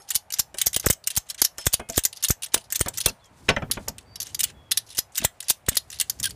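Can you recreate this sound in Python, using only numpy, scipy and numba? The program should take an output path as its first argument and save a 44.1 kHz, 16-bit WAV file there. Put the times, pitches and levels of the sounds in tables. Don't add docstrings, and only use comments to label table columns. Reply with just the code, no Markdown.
import sys
import numpy as np
from scipy import signal
from scipy.fft import rfft, irfft
from scipy.io import wavfile
from scipy.ndimage import uniform_filter1d
from numba import njit

SR = 44100
rng = np.random.default_rng(int(sys.argv[2]) if len(sys.argv) > 2 else 0)


def waveform_to_disk(signal):
    frames = np.transpose(np.atleast_2d(signal))
    scaled = np.clip(frames, -1, 1) * 32767
    samples = np.round(scaled).astype(np.int16)
    wavfile.write(sys.argv[1], SR, samples)


def natural_amplitude(level_db):
    exponent = np.asarray(level_db, float) / 20
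    return 10 ** exponent


N = 280035


def tone_db(table, hz):
    table_hz, table_db = np.transpose(table)
    return np.interp(np.log(hz), np.log(table_hz), table_db)


def coloured(table):
    hz = np.arange(1, N // 2 + 2) * SR / N
    x = irfft(rfft(rng.standard_normal(N)) * natural_amplitude(tone_db(table, hz)), N)
    return x / np.std(x)


def band(x, lo_hz, hi_hz, order):
    return signal.sosfilt(signal.butter(order, [lo_hz, hi_hz], "band", fs=SR, output="sos"), x)


def highpass(x, hz, order):
    return signal.sosfilt(signal.butter(order, hz, "high", fs=SR, output="sos"), x)


def walk(rate):
    k = int(SR / rate)
    steps = np.repeat(rng.standard_normal(N // k + 1), k)
    return 1.1 * uniform_filter1d(uniform_filter1d(steps, k), k)[:N]


@njit
def ring_loop(n, start, pole, size, length):
    out = np.zeros(n)
    for k in range(len(start)):
        z = size[k] + 0j
        for i in range(start[k], min(n, start[k] + length[k])):
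            out[i] += z.imag
            z *= pole[k]
    return out


def ring(s, hz, db, t60):
    s, hz, db, t60 = (v.ravel() for v in np.broadcast_arrays(s, hz, db, np.clip(t60, .002, 1)))
    turn = 2j * np.pi * np.clip(hz, 20, .45 * SR) / SR
    pole = np.exp(turn - np.log(1000) / (t60 * SR))
    audible = t60 * SR * np.clip((db + 85) / 60, 0, 1)
    start = np.maximum(s * SR, 0).astype(np.int64)
    return ring_loop(N, start, pole, natural_amplitude(db), audible.astype(np.int64))


# f/Hz, level/dB [per Hz]
OUTSIDE = [(25, -14.5), (60, -5.5), (100, -5), (300, -19), (650, -8.5), (1200, -15), (2200, -20),
           (3500, -27.5), (12000, -45), (16000, -57.5)]


def traffic():
    return coloured(OUTSIDE) * natural_amplitude(-59 + 0.56 * walk(0.92))


# t/s, f/Hz [band centre], level/dB
ROAD = [
    (0, 790, -60),
    (.5, 800, -61),
    (1.0, 680, -63),
    (1.5, 720, -68),
    (3.2, 960, -67),
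    (6.35, 743, -73.5),
]


def road():
    s, *columns = np.transpose(ROAD)
    hz, db = (np.interp(np.arange(N) / SR, s, c) for c in columns)
    turn = 2 * np.pi * np.cumsum(hz * (1 + 0.03 * walk(5))) / SR
    return natural_amplitude(db) * (walk(330) * np.cos(turn) + walk(330) * np.sin(turn))


def whistle(notes, start, tremor_db):
    out = np.zeros(N)
    tremor = natural_amplitude(tremor_db * walk(45)) * (1 + .3 * walk(500))
    for s, length, hz0, hz1, db in notes:
        n, i = int(length * SR), int(s * SR)
        phase = 2 * np.pi * np.cumsum(np.linspace(hz0, hz1, n)) / SR
        swell = np.hanning(n) ** 0.22 * np.linspace(start, 1, n)
        out[i:i + n] += natural_amplitude(db) * swell * np.sin(phase)
    return out * tremor


# t/s, length/s, start f/Hz, end f/Hz, level/dB
BIRD = [
    (3.188, .025, 3800, 4300, -62),
    (3.203, .085, 3560, 3150, -58),
    (4.058, .15, 4630, 4630, -52),
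    (4.28, .05, 3060, 3050, -58),
    (4.538, .1, 3390, 3330, -58),
    (4.635, .075, 3380, 3260, -57),
]


def bird():
    return whistle(BIRD, start=.45, tremor_db=1.6)


# t/s, rumble level/dB
HANDS = [(0.0, -71), (0.74, -55), (1.18, -67), (1.64, -66), (1.86, -65), (2.03, -72.5), (2.6, -64),
         (2.97, -48.5), (3.16, -81), (3.43, -49.5), (3.66, -40.5), (4.05, -53), (4.46, -48), (5.31, -68.5),
         (6.07, -52.5), (6.35, -42)]


def handling():
    rumble_db = np.interp(np.arange(N) / SR, *np.transpose(HANDS)) - 1.5
    spectrum = [(25, -21.5), (60, 8.5), (110, 7.5), (200, -3.5), (450, -9.5), (900, -37.0)]  # (Hz, dB per Hz)
    return coloured(spectrum) * natural_amplitude(rumble_db + 0.62 * walk(25))


# t/s [middle], half width/s, level/dB
RUSTLES = [
    (3.387, 0.042, -63),
    (3.46, 0.025, -64.5),
    (3.83, 0.056, -65),
    (0.061, 0.035, -72),
    (4.298, 0.069, -61),
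    (4.879, 0.042, -67),
    (6.05, 0.21, -64),
]


def webbing():
    t = np.arange(N) / SR
    slide = natural_amplitude(-77)
    for s, half_width, db in RUSTLES:
        slide = slide + natural_amplitude(db) * np.exp(-((t - s) / half_width) ** 2)
    grains = rng.standard_normal(N) * natural_amplitude(1.8 * walk(230))
    return band(grains, 3100, 10000, order=2) * slide * natural_amplitude(5.5 + 2.6 * walk(12))


def cabin(x):
    t = np.arange(int(.25 * SR)) / SR
    noise = rng.standard_normal(len(t))
    tail = band(noise, 210, 3300, order=1) * natural_amplitude(-60 * t / .13)
    tail += 0.25 * band(noise, 4000, 14000, order=1) * natural_amplitude(-60 * t / 0.011)
    tail += 0.026 * band(noise, 4500, 15000, order=1) * natural_amplitude(-60 * t / 0.37)
    tail *= 1 - np.exp(-t / 0.0012)
    return signal.fftconvolve(x, tail / np.linalg.norm(tail))[:N]


# t/s, push level/dB, direction [sign]
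JOLTS = [(0.1602, -30, -1), (0.3973, -26, -1), (0.67, -21.5, -1), (0.764, -23, -1), (0.8681, -7.5, -1),
         (0.9047, -11, -1), (1.1768, -15.5, 1), (1.4215, -23.5, -1), (1.6711, -7.5, 1), (1.742, -23.5, -1),
         (1.9797, -7, -1), (2.0545, -35, 1), (2.3056, -6.5, 1), (2.544, -38, -1), (2.8117, -9, 1),
         (3.0636, -10, -1), (4.9867, -28, 1), (5.2506, -13.5, -1), (5.506, -28.5, 1), (5.6873, -10.5, 1),
         (5.77, -40, 1)]
# t/s, level/dB, direction [sign], f/Hz
SNAPS = [(0.3977, -26.5, -1, 890), (0.6677, -22.5, -1, 475), (0.6684, -24.5, 1, 480),
         (0.7653, -23.5, -1, 603), (.7675, -22, 1, 420), (.8663, -15.5, 1, 520), (.8672, -6, -1, 400),
         (0.9014, -10.5, 1, 352), (.904, -14.5, -1, 503), (1.1752, -22, 1, 590), (1.4204, -16, -1, 600),
         (1.422, -16.5, 1, 507), (1.6689, -10.5, 1, 452), (1.7419, -23, -1, 600), (1.9782, -27, -1, 446),
         (1.9802, -9.5, 1, 350), (2.0548, -34, 1, 610), (2.305, -12.5, 1, 358), (2.5454, -10.5, -1, 470),
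         (2.8116, -11, -1, 426), (3.0637, -12.5, 1, 430), (4.9874, -24.5, 1, 400), (5.248, -11, 1, 588),
         (5.505, -19, -1, 558), (5.6858, -14, -1, 417), (5.7702, -23, -1, 560)]


def jolts():
    t, push = np.arange(-500, 500) / SR, np.zeros(N)
    rattle = band(rng.standard_normal(N), 230, 1300, order=1) * 4
    for s, db, way in JOLTS:
        i = int(s * SR) - 500
        push[i:i + 1000] += np.sign(way) * natural_amplitude(db - 2.5) * np.exp(-(t / 0.002) ** 2)
    for s, db, way, hz in SNAPS:
        i = int(s * SR) - 500
        wiggle = natural_amplitude(db - 1.5) * np.exp(-(t * hz / 0.41) ** 2) * np.cos(2 * np.pi * hz * t)
        crack = natural_amplitude(db - 1.0) * np.exp(-(t / 0.00035) ** 2) * np.sin(2 * np.pi * 1700 * t)
        shake = natural_amplitude(db - 10.5) * np.exp(-abs(t) / 0.0021) * rattle[i:i + 1000]
        push[i:i + 1000] += np.sign(way) * (wiggle + crack + shake)
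    mount_hz, rebound_hz = 39.55, 30
    swing = signal.sosfiltfilt(signal.butter(2, mount_hz, "high", fs=SR, output="sos"), push)
    return highpass(swing, rebound_hz, order=1)


# t/s, trim level/dB, hook ring level/dB, carpet thud level/dB
KNOCKS = [(0, -47, -33.5, -87.5), (5.201, -60, -80, -36), (5.22, -34, -80, -32.5), (3.309, -76, -85, -42.5),
          (0.544, -35, -39, -90), (0.842, -28, -68.5, -57.5), (5.715, -40, -70, -34.5),
          (1.583, -32.5, -25, -75), (1.795, -25.5, -54, -57), (1.811, -34, -77, -36),
          (1.894, -33, -50, -32), (2.56, -29, -55.5, -35.5), (2.86, -25.5, -40, -27.5),
          (2.87, -24.5, -66, -42), (3.072, -27, -77, -29.5), (3.099, -38.5, -77, -31),
          (3.488, -11, -43, -39.5), (3.496, -14, -60, -20), (3.508, -20.5, -56, -19.5),
          (3.567, -19.5, -60, -21), (3.62, -23.5, -63.5, -27), (3.633, -36.5, -72.5, -30),
          (3.699, -37, -61, -34), (3.771, -25, -66, -24.5), (3.797, -44, -72, -33), (3.877, -27, -55, -65),
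          (3.893, -45, -63, -27), (6.206, -44, -61, -30.5)]
# f/Hz, level/dB, t60/s
TRIM = [(400, 1.5, 0.059), (520, 4.5, 0.055), (673, 2, 0.08), (870, -1.5, 0.097), (1157, 4, 0.025),
        (1438, 2, 0.052), (1750, 3, 0.027), (2310, 0, 0.044), (3140, -6, 0.055)]
# f/Hz, level/dB, t60/s
HOOK = [(3241, -13, .12), (5270, -8, .2), (6562, -10, .14), (8522, -13, .14), (11070, -4, .1),
        (12920, -22, .08)]
# f/Hz, level/dB, t60/s
CARPET = [(85, -38, 0.049), (125, -4.5, 0.16), (165, -9.5, 0.14), (233.6, 5.5, 0.11)]


def hook():
    s, *levels = np.transpose(KNOCKS)[:, :, None]
    out = 0
    for db, body, spread in zip(levels, (TRIM, HOOK, CARPET), (.07, .0006, 0.11)):
        hz, mode_db, t60 = np.tile(np.transpose(body), 8)
        luck = rng.standard_normal((len(s), 3, len(hz)))
        late_s = 0.004 * abs(luck[:, 2])
        strike_db = db + mode_db - 19.0 + 2 * luck[:, 1]
        out = out + ring(s + late_s, hz * (1 + spread * luck[:, 0]), strike_db, t60)
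    return out


# t/s, f/Hz, level/dB, t60/s
SQUEAKS = [
    (1.797, 673, -46, 0.066),
    (1.801, 244, -54, 0.088),
    (3.492, 478, -32, 0.021),
    (3.504, 156, -32.5, 0.084),
    (3.63, 146, -41, 0.1),
    (1.895, 673, -49, 0.14),
    (4.715, 1906, -36.5, 0.028),
    (4.715, 3995, -30, 0.027),
]
# t/s, f/Hz, level/dB, t60/s
RINGS = [
    (3.775, 6100, -67, .6),
    (3.985, 8060, -67, .45),
    (3.495, 5300, -41, .25),
    (1.59, 5270, -41, .3),
    (1.797, 1432, -55, .4),
    (1.797, 2148, -47, .27),
    (1.797, 2530, -52, .5),
    (1.797, 3241, -54, .22),
]


def squeaks():
    s, hz, db, t60 = np.transpose(SQUEAKS)[:, :, None]
    luck = rng.standard_normal((len(s), 2, 6))
    pings = ring(s + 0.0024 * abs(luck[:, 0]), hz * (1 + 0.0031 * luck[:, 1]), db + 8.5, t60)
    return pings + ring(*np.transpose(RINGS))


# t/s, length/s, start f/Hz, end f/Hz, level/dB
SQUEALS = [
    (3.066, 0.033, 2730, 2660, -28.5),
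    (6.243, 0.038, 1696, 1535, -31),
    (6.25, 0.019, 3330, 3190, -25),
]


def squeals():
    return whistle(SQUEALS, start=1, tremor_db=0.93)


# t/s, slip level/dB, fall/ms, landing level/dB
LOADED = [(.152, -10, 5.4, -11.5), (.3917, -9.5, 4.9, -10.5), (.6598, -15, 6.7, -8),
          (.8601, -10, 7.2, -13.5), (.9002, -12, 4.3, -7.5), (1.1632, -15, 8.8, -10),
          (1.4163, -6, 0.73, -6.5), (1.656, -22.5, 9.4, -8.5), (1.7344, -10.5, 5.3, -7.5),
          (1.9705, -16.5, 5.9, -8.5), (2.0364, -19.5, 13.7, -7.5), (2.2943, -18, 11, -9.5),
          (2.5362, -24.5, 5.5, -5), (2.8034, -19.5, 6.4, -9.5), (3.0586, -5.5, 2.02, -21.5),
          (4.398, -22, 6.2, -12.5), (4.9838, -18.5, 4, -9.5), (5.2397, -20, 7.6, -7.5),
          (5.4979, -6.5, 6.2, -12), (5.753, -24, 15.2, -8.5)]
# t/s, slip level/dB, fall/ms, landing level/dB
FREE = [(.3351, -22, 3.3, -19), (0.5776, -41, 6.3, -18.5), (.73, -23, 12, -20), (1.1024, -22.5, 6.3, -28.5),
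        (1.2892, -35, 9.8, -22), (1.4408, -20, 6.9, -6), (1.888, -30.5, 9.8, -22), (2.236, -12, 8.7, -15),
        (2.421, -26, 11, -21.5), (2.7546, -19.5, 3.6, -16.5), (2.9725, -22.5, 8.1, -18),
        (3.0027, -20, 8.4, -21), (4.216, -24.5, 11.4, -24.5), (4.432, -16.5, 5.9, -12),
        (4.7105, -21, 5, -10.5), (4.9706, -25.5, 8.2, -17.5), (5.154, -26, 7.1, -27),
        (5.1721, -22.5, 6.1, -13), (5.483, -21, 9, -18.5), (5.9989, -13, 11.6, -10.5),
        (6.2288, -20, 6, -21), (6.2403, -16.5, 14, -14)]


def tooth_falls():
    rows = []
    for table, slip_bright_db, land_bright_db in ((LOADED, 9.5, 5.5), (FREE, 3, 4.5)):
        for s, slip_db, fall_ms, land_db in table:
            rows.append((s, slip_db, slip_bright_db))
            rows.append((s + fall_ms / 1000, land_db, land_bright_db))
    return rows


# t/s, level/dB
CLICKS = [(0.1036, -18), (0.1461, -23), (0.3221, -22), (0.385, -23.5), (0.6142, -10.5), (0.762, -10),
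          (0.797, -21), (0.9, -22), (.927, -24), (1.0714, -11.5), (1.1522, -28), (1.7278, -20),
          (1.9894, -18.5), (2.2252, -20.5), (2.2842, -15.5), (2.4403, -24), (2.7229, -14.5), (2.7928, -22),
          (2.8827, -17.5), (3.7119, -11.5), (3.882, -19), (4.201, -21), (4.3454, -19.5), (4.3913, -20),
          (4.7727, -10), (5.403, -24), (5.686, -10.5), (6.0965, -13), (6.1989, -23)]
# t/s, level/dB
TICKS = [(0.3029, -30), (0.5424, -34), (.776, -35), (.885, -24), (1.0393, -37), (1.3054, -28),
         (1.3445, -33), (1.5816, -25.5), (1.7953, -35), (2.1277, -30), (2.1704, -32), (2.4603, -32),
         (2.576, -26.5), (2.702, -33), (2.747, -26), (2.86, -30.5), (3.082, -25), (3.093, -26.5),
         (3.7337, -29), (3.9815, -32.5), (4.1564, -28.5), (4.268, -33.5), (5.426, -32.5), (5.6623, -37),
         (5.9008, -32.5), (5.9271, -31), (6.269, -27.5), (6.3055, -30)]
# t/s, level/dB, brightness/dB
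CLUNKS = [
    (3.4826, -34, -48),
    (3.4888, -11, -15.5),
    (3.4918, -25.5, -27),
    (3.5, -20, -25),
    (3.535, -50, -21),
    (3.563, -28.5, -40),
    (3.5811, -50, -18),
    (3.6213, -48.5, -16),
    (3.7693, -46, -22),
]


def single_touches():
    clicks = [(s, db, 5) for s, db in CLICKS]
    ticks = [(s, db, 0) for s, db in TICKS]
    return [*CLUNKS, *clicks, *ticks]


# t/s, level/dB
GRAZES = [(0.0187, -45.5), (0.048, -60), (.0743, -53), (0.0877, -31.5), (0.11, -27.5), (.137, -36),
          (.571, -38), (.603, -35), (0.827, -43), (1.064, -40.5), (1.266, -50), (1.285, -47), (1.3876, -43),
          (1.402, -34.5), (1.555, -62), (1.574, -48), (1.601, -40), (1.61, -37), (1.621, -49), (1.921, -35),
          (1.943, -44), (1.951, -38), (1.960, -25), (2.152, -47), (2.1608, -38.5), (2.204, -46),
          (2.2462, -17), (2.314, -30.5), (2.4834, -48), (2.595, -48), (2.6085, -44.5), (2.639, -46),
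          (2.651, -52), (2.711, -36), (2.9387, -35), (2.951, -38), (3.0094, -22.5), (3.241, -50.5),
          (3.255, -48.5)]
# t/s, level/dB
TIGHT_GRAZES = [(3.774, -55), (3.7928, -51), (3.826, -56), (4.008, -52), (4.0274, -58), (4.255, -42),
                (4.2882, -44), (4.3028, -49), (4.499, -47.5), (4.766, -42), (4.864, -47), (4.872, -50),
                (4.889, -42), (4.9017, -35), (4.9204, -42), (4.948, -35), (4.958, -40.5), (5.12, -50),
                (5.1353, -54), (5.1468, -38.5), (5.441, -40.5), (5.727, -37.5), (5.741, -47), (5.914, -36),
                (5.9413, -35), (5.957, -41), (5.9874, -33.5), (6.1883, -43), (6.292, -36)]


def grazes():
    bright_db, chatter_s = 3, 0.084
    return [(s, db - 1, bright_db, chatter_s) for s, db in [*GRAZES, *TIGHT_GRAZES]]


# t/s [start], length/s, level/dB
DRAGS = [(0.076, 0.042, -47.5), (0.358, 0.018, -45), (0.595, 0.01, -39), (0.62, .039, -43),
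         (0.824, 0.034, -40.5), (1.117, 0.032, -48.5), (1.256, 0.023, -60.5), (1.375, 0.027, -38),
         (1.591, 0.077, -42), (1.718, .0074, -50), (1.926, 0.052, -35.5), (2.172, .04, -52),
         (2.438, 0.011, -46), (2.517, 0.016, -48.5), (2.54, 0.057, -54.5), (2.841, 0.022, -46.5),
         (2.93, 0.043, -46.5), (3.037, .017, -38.5), (3.737, 0.022, -45), (4.24, 0.062, -47),
         (4.465, 0.04, -44.5), (4.876, 0.085, -50.5), (5.187, 0.062, -34), (5.453, 0.024, -50.5),
         (5.705, 0.068, -37), (5.915, 0.064, -48)]


def drag_catches(chatter_s):
    s, length, db = np.transpose(DRAGS)[:, :, None]
    place = (np.arange(7) + rng.random((len(s), 7))) / 7
    swell_db, scatter_db, bright_db = 2.5, 0.4, -8.5
    db = db + swell_db * (place - .5) + scatter_db * rng.standard_normal(place.shape)
    catches = np.broadcast_arrays(s + length * place, db, bright_db, chatter_s)
    return np.transpose([c.ravel() for c in catches])


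def contacts():
    chatter_s = 0.04
    full = [(*row, chatter_s) for row in tooth_falls() + single_touches()]
    return np.transpose(np.concatenate([full, grazes(), drag_catches(chatter_s)]))


# f/Hz, level/dB [per Hz]
STEEL = [(410, -50), (700, 9), (934, -35.5), (1770, -12), (2370, -13), (2880, -4.5), (5330, -1.5),
         (9730, 0), (14800, -3.5), (16000, -9.5)]
# f/Hz, level/dB
BUCKLE = [(3900, -6), (5400, 2), (6170, 7), (6820, 5), (9850, -3), (13400, -12)]


def pawl():
    s, db, bright_db, chatter_s = contacts()[:, :, None, None]
    bounces, modes = 12, 16
    chance = rng.random((len(s), 2, bounces, modes))
    luck = rng.standard_normal((len(s), 2, bounces, modes))

    order = (np.arange(bounces)[:, None] + chance[:, 0, :, :1]) / bounces
    late_s = .036 * order ** 2.0
    onset_db = 20 * np.log10(1 - 0.8 * np.exp(-late_s / 0.0006))
    bounce_db = onset_db - 60 * late_s / chatter_s + 2.9 * luck[:, 0, :, :1]

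    hz = 800 + 14800 * (np.arange(modes) + chance[:, 1]) / modes
    tilt = (bright_db - 3.5) * 0.67
    mode_db = tone_db(STEEL, hz) + tilt * np.log2(np.maximum(hz, 2400) / 6500)
    mode_db += 2.17 * luck[:, 1] + bounce_db
    mode_db -= 90 * late_s * np.log2(hz / 6500)
    mode_db -= 0.85 * np.maximum(-14.5 - db, 0) * np.log2(np.maximum(hz / 10000, 1))
    mode_db += 6 * np.cos(2 * np.pi * (hz / 6200 + chance[:, 0, :1, 1:2]))
    first_power = natural_amplitude(mode_db[:, :4]) ** 2 * (hz[:, :4] > 2500)
    mode_db -= 10 * np.log10(np.sum(first_power, axis=(1, 2), keepdims=True))
    strike_s = s + late_s + 0.00068 * chance[:, 0]
    plates = ring(strike_s, hz, db + mode_db + 4.5, 0.017 * (hz / 6500) ** -.4)

    frame_hz, frame_db = np.transpose(BUCKLE)
    spot = rng.standard_normal((len(s), 2, 1, len(BUCKLE)))
    frame_db = frame_db + tilt * np.log2(frame_hz / 6500) + 3 * spot[:, 1]
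    frame = ring(s + .0008, frame_hz * (1 + 0.02 * spot[:, 0]), db + frame_db - 17, 0.026)
    return plates + frame


def scene():
    steel = highpass(pawl(), 1100, order=4)
    near = steel + hook() + squeaks()
    inside = near + natural_amplitude(-18.5) * cabin(near) + squeals() + jolts() + handling() + webbing()
    outside = traffic() + road() + bird()
    return (inside + outside)[None]


def top_cut(x):
    return signal.sosfilt(signal.butter(12, 16460, fs=SR, output="sos"), x)


def record(dry):
    firm = highpass(dry, 30, order=2)
    soft = .72 * np.tanh(firm / .72)
    cut = signal.sosfilt(signal.ellip(6, .3, 26, 15300, fs=SR, output="sos"), soft)
    return top_cut(cut)


dry = scene()
out = record(dry)
waveform_to_disk(out)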